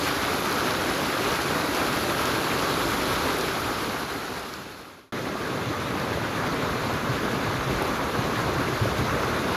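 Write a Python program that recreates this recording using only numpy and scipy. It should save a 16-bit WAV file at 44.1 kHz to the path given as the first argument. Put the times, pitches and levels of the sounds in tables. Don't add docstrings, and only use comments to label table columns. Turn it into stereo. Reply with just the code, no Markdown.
import sys
import numpy as np
from scipy import signal
from scipy.fft import rfft, irfft, next_fast_len
from scipy.io import wavfile
from scipy.ndimage import uniform_filter1d

SR = 44100
rng = np.random.default_rng(int(sys.argv[2]) if len(sys.argv) > 2 else 0)


def bounce(signal):
    frames = np.transpose(np.atleast_2d(signal))
    limited = np.clip(frames, -1, 1)
    pcm = np.round(limited * 32767).astype(np.int16)
    wavfile.write(sys.argv[1], SR, pcm)


N = 421584
CUT_S = 5.123
TICK_SPRAY_DB, KNOCK_SPRAY_DB = -31, -36


def gain_of(db):
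    return 10 ** (np.asarray(db) / 20)


def evened(x):
    return x / np.sqrt(np.mean(x ** 2) + 1e-20)


def read(table, at, warp=np.asarray):
    axis, *columns = np.transpose(table)
    return [np.interp(warp(at), warp(axis), column) for column in columns]


def add(mix, s, sound):
    part = mix[:, round(s * SR):][:, :sound.shape[1]]
    part += sound[:, :part.shape[1]]


def under(hz, x):
    return signal.sosfiltfilt(signal.butter(3, hz, fs=SR, output="sos"), x)


def splat(hz, cycles, spray_db):
    u = np.arange(int(5 * cycles * SR / hz)) * hz / (SR * cycles)
    envelope = np.e * 2 * u * np.exp(-2 * u)
    blow = envelope * np.sin(2 * np.pi * (cycles * u + rng.random()))
    t = np.arange(800) / SR
    fragments = gain_of(spray_db - 60 * t / .03)
    fragments = fragments * rng.standard_normal(800)
    return np.convolve(blow, fragments + (t == 0))


def far_drops(patchy_db, flicker_db):
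    a, b, c, d, patches = rng.standard_normal((N // 128 + 5, 257, 5)).T
    patches = uniform_filter1d(patches, size=10, axis=0)
    patches = evened(uniform_filter1d(patches, size=14, axis=1))
    flicker = evened(uniform_filter1d(a[0], size=14))
    drift = gain_of(patchy_db * patches + flicker_db * flicker)
    spectra = np.array([a + 1j * b, c + 1j * d]) * drift
    return evened(signal.istft(spectra, nperseg=512, noverlap=384)[1][:, :N])


def near_drops(per_s, spread_db, low_hz, high_hz, cycles, spray_db, count=9):
    bunches = evened(uniform_filter1d(rng.standard_normal(N), size=round(.04 * SR)))
    bunches = gain_of(5 * bunches)
    size = gain_of(spread_db * np.minimum(rng.exponential(1, (2, N)), 3.2))
    size = size * (rng.random((2, N)) < per_s / SR * bunches / bunches.mean())
    kind = rng.integers(0, count, (2, N))
    out = np.zeros((2, N))
    for k, hz in enumerate(np.geomspace(low_hz, high_hz, count)):
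        shape = splat(hz, cycles, spray_db) * hz / high_hz
        out += signal.oaconvolve(size * (kind == k), shape[None], axes=1)[:, :N]
    return evened(out)


def at_ports(pair, colour, stereo):
    size = next_fast_len(N)
    hz = np.fft.rfftfreq(size, 1 / SR)
    gains = gain_of(read(colour, hz, np.log1p))
    gains = gains * np.minimum(hz / colour[0][0], 1) ** 2
    same, lead = read(stereo, hz, np.log1p)
    first, second = rfft(pair, size)
    right = same * np.exp(1j * lead) * first + np.sqrt(1 - same ** 2) * second
    return irfft(np.array([first, right]) * evened(gains), size)[:, :N]


# time in seconds, extra level in dB.
WIND_GUSTS = [(0, 0), (0.7, -3), (1.4, 0), (2.6, 1), (2.95, 9), (3.3, 2), (5.1, 2), (5.15, -8), (5.6, -11),
              (6.3, -5), (6.75, 1), (7.05, -2), (7.7, 5), (8.3, -1), (8.5, 5), (8.7, -2), (9.0, 6),
              (9.25, -1), (9.56, -1)]
# time in seconds, extra level in dB.
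ROAR_SWELL = [(0, 3), (1.2, 3), (3.4, 4), (5.1, 5), (5.15, -3), (6.2, 2), (6.7, 0), (7.1, -2.5), (7.35, 0),
              (7.65, 2), (8.0, -2), (8.4, 1), (8.8, -1), (9.1, 0), (9.56, -1.5)]


def downpour(strength, colour, stereo, patchy_db, flicker_db, ticks_db, taps_db):
    pair = far_drops(patchy_db, flicker_db)
    pair = pair + gain_of(ticks_db) * near_drops(380, 4.3, 2400, 11800, 1.25, TICK_SPRAY_DB)
    pair = pair + gain_of(taps_db) * near_drops(150, 2.8, 286.0, 2410, 2.56, KNOCK_SPRAY_DB)
    heard = at_ports(pair, colour, stereo)

    t = np.arange(N) / SR
    start, steady_db, under_db, settle_s = strength
    level = gain_of(steady_db - under_db * np.exp(-np.maximum(t - start, 0) / settle_s))

    low, rumble = under(180, heard), under(65, heard)
    upper, roar = heard - low, low - rumble
    roar = gain_of(read(ROAR_SWELL, t)[0]) * roar
    rumble = gain_of(read(WIND_GUSTS, t)[0]) * rumble
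    return level * (upper + roar + rumble)


# frequency in Hz, then left and right relative levels in dB per Hz.
GARDEN_COLOUR = [(25, -29.8, -30.3), (50, -7.6, -8.4), (75, -6.5, -7), (100, -7.5, -8), (125, -4.6, -5.2),
                 (195, -4.4, -4.6), (285, .8, .8), (335, -.8, -.2), (395, .6, 1), (455, -2.8, -2),
                 (500, -2, -1.4), (680, -5.4, -2.9), (1250, -2, .2), (1610, -3.4, -.6), (1780, -7.4, -10.6),
                 (2100, -9, -10.2), (2800, -11.7, -11.2), (3500, -11.2, -12.6), (4200, -11.2, -15.2),
                 (5200, -15.8, -18), (6300, -18.8, -19), (10800, -21.7, -21.1), (12900, -26, -25.8),
                 (14200, -24.8, -24.8), (14700, -25.6, -25.6), (15700, -31, -31)]
# frequency in Hz, likeness from 0 to 1, phase lead in radians.
GARDEN_STEREO = [(60, .99, .1), (250, .95, .35), (400, .9, .5), (540, .7, .7), (700, .34, -.44),
                 (1030, .4, -1.8), (1250, .22, 0), (1550, .22, 2.9), (1680, .1, 1.2), (1850, .56, -.2),
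                 (2400, .48, -.3), (3100, .28, -1.3), (4300, .5, -.13), (5200, .33, .6), (5800, .42, 1.3),
                 (6600, .5, 1.2), (7300, .62, 2.2), (8400, .99, 3.14), (10000, .73, 4.71), (12000, 1, 6.28),
                 (13700, .61, 7.85), (15300, 1, 9.42)]


def garden_rain():
    strength = (1.5, -23.5, 1, 1)
    rain = downpour(strength, GARDEN_COLOUR, GARDEN_STEREO,
                    patchy_db=1, flicker_db=.6, ticks_db=-11.5, taps_db=-18.5)
    t = np.arange(N) / SR
    fade_from_s, fade_to_s = 3.12, 5.124
    fade = np.clip((fade_to_s - t) / (fade_to_s - fade_from_s), 0, 1)
    return fade * (t < CUT_S) * rain


def filling_in(rain):
    band = signal.butter(1, (700, 1500), "bandpass", fs=SR, output="sos")
    patter = signal.sosfilt(band, rain)
    since = np.maximum(np.arange(N) / SR - CUT_S, 0)
    missing, fill_s = .38, .6
    return rain - missing * np.exp(-since / fill_s) * patter


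# frequency in Hz, then left and right relative levels in dB per Hz.
YARD_COLOUR = [(25, -26, -27), (50, -7.6, -8.6), (80, -3.6, -4.1), (100, -4, -4.5), (120, -.5, -1.1),
               (190, -5.2, -5.3), (250, -3.2, -2.8), (320, -4.8, -4), (400, -4.2, -2.9), (455, -6, -4.4),
               (750, -11.6, -6.4), (1150, -6.2, -5.8), (1500, -8.5, -7), (1650, -9.5, -7.5),
               (1850, -15.5, -11.5), (2600, -20, -15.5), (3500, -19, -18.2), (4200, -19.3, -21),
               (5000, -23.3, -23.6), (6200, -27.8, -25), (8300, -31.7, -30.9), (10800, -32.6, -31.7),
               (12900, -36.2, -36.2), (14200, -34.6, -34.6), (14700, -35.8, -35.8), (15700, -42, -42)]
# frequency in Hz, likeness from 0 to 1, phase lead in radians.
YARD_STEREO = [(60, .99, .1), (250, .96, .38), (450, .84, .69), (560, .65, .8), (700, .12, -.6),
               (860, .5, -1.6), (1200, .46, -.7), (1500, .17, -2), (1800, .18, -1.8), (2070, .33, .1),
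               (2500, .1, -1), (3100, .3, -3.1), (3800, .14, 0), (5200, .15, 3.01), (6500, .5, .7),
               (7100, .2, 2.8), (7900, .8, 3.1), (8500, .9, 3.18), (10000, .6, 4.73), (12000, .99, 6.29),
               (13700, .56, 7.92), (15300, 1, 9.42)]


def yard_rain():
    strength = (5, -24, 5, 1.5)
    rain = downpour(strength, YARD_COLOUR, YARD_STEREO,
                    patchy_db=1.15, flicker_db=.6, ticks_db=-14, taps_db=-19)
    return (np.arange(N) / SR >= CUT_S) * filling_in(rain)


def single_splats(table, cycles, spray_db, lag_s):
    out = np.zeros((2, N))
    for s, peak_db, hz, pan_db in table:
        sound = gain_of(peak_db) * splat(hz, cycles, spray_db)
        add(out[:1], s + lag_s, gain_of(pan_db / 2) * sound[None])
        add(out[1:], s, gain_of(-pan_db / 2) * sound[None])
    return out


# start in seconds, nominal peak in dB, pitch in Hz, left minus right in dB.
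YARD_BOOMS = [(5.66, -31, 110, .5), (5.89, -32, 120, .5), (6.22, -32, 120, .5), (6.35, -31, 120, .5),
              (6.92, -30, 120, 0), (7.09, -20.5, 128, 0), (7.47, -28, 105, .5), (7.63, -27, 140, 1),
              (7.67, -26, 125, 1), (8.18, -24, 125, .5), (8.37, -28, 115, .5), (8.57, -28, 120, .5),
              (8.72, -26, 123, .5), (8.81, -18, 112, .5), (8.85, -24, 120, 0), (8.985, -22.5, 118, -1),
              (9.245, -29, 120, 0)]


def booms():
    return single_splats(YARD_BOOMS, 2.7, -60, 0.00017)


# start in seconds, nominal peak in dB, pitch in Hz, left minus right in dB.
KNOCKS = [(5.354, -21, 700, -6), (5.858, -17.5, 1150, -1), (5.952, -17, 800, -6), (6.04, -21, 750, -5),
          (6.173, -20, 600, -4), (6.219, -20, 1000, -5), (6.424, -21, 650, -8), (6.442, -19.5, 900, -6),
          (7.282, -17, 950, -3), (7.311, -18, 1250, -4), (7.776, -20, 1410, -3), (7.807, -19, 750, -4),
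          (7.817, -15.5, 880, -6), (7.819, -19, 360, -1), (7.832, -18.5, 780, -6), (7.852, -18, 700, -4),
          (8.211, -15.5, 950, -5), (8.471, -18, 945, -4), (8.536, -19.5, 550, -2), (8.689, -19, 1250, -2.5),
          (8.856, -16, 600, -4), (9.029, -18, 1260, -3), (9.082, -18, 1300, -2), (9.164, -17, 520, -1),
          (9.234, -15.5, 1200, -8)]


def knocks():
    return single_splats(KNOCKS, 1.3, KNOCK_SPRAY_DB, 0.00025)


# start in seconds, nominal peak in dB, pitch in Hz, left minus right in dB,
# nominal peak in dB of the thin snap on top.
SHARP_TICKS = [(0.156, -21, 4500, 5, -40), (0.4583, -28, 7500, 1, -24), (0.5275, -19, 5000, 7, -14),
               (0.7088, -15, 4200, 7, -29), (0.7493, -22, 5000, 9, -40), (0.8985, -21, 4800, 8, -29),
               (1.3202, -17, 5400, 7.9, -34), (1.7485, -18, 5600, 5, -34), (1.9286, -17, 4800, 7.2, -30),
               (2.182, -21, 4500, 6, -40), (2.2555, -14, 6600, 7, -20), (2.413, -24, 6500, 4, -30),
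               (2.5935, -15, 4400, 7, -24), (2.9079, -17, 6500, 3, -24), (3.0319, -22, 6800, 4, -25),
               (3.256, -22, 5000, 5, -40), (3.3864, -40, 7000, .3, -16.5), (3.411, -16, 6200, 5, -24),
               (4.5387, -21, 4800, 9, -33), (5.2585, -45, 7000, .3, -29), (5.8027, -28, 6220, -9.6, -45),
               (5.9994, -26, 4500, 3, -27), (6.9391, -28, 7210, 12, -45), (7.7605, -27, 7000, 10, -45),
               (7.824, -32, 6500, 5, -16.5), (7.8813, -40, 7000, -2, -26), (8.5392, -26, 6870, -8.9, -45),
               (9.2478, -40, 7000, 0, -25)]


def ticks():
    splats = single_splats([row[:4] for row in SHARP_TICKS], 1.4, -28, .00005)
    snap_hz = 10800
    snaps = [(s, snap_db, snap_hz, 0) for s, *_, snap_db in SHARP_TICKS]
    return splats + single_splats(snaps, 1, TICK_SPRAY_DB, .00008)


def scene():
    rain = garden_rain() + yard_rain()
    return rain + booms() + knocks() + ticks()


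def record(dry):
    low_pass = signal.firwin(511, 15800, window=("kaiser", 9), fs=SR)
    return signal.oaconvolve(dry, low_pass[None], "same")


dry = scene()
out = record(dry)
bounce(out)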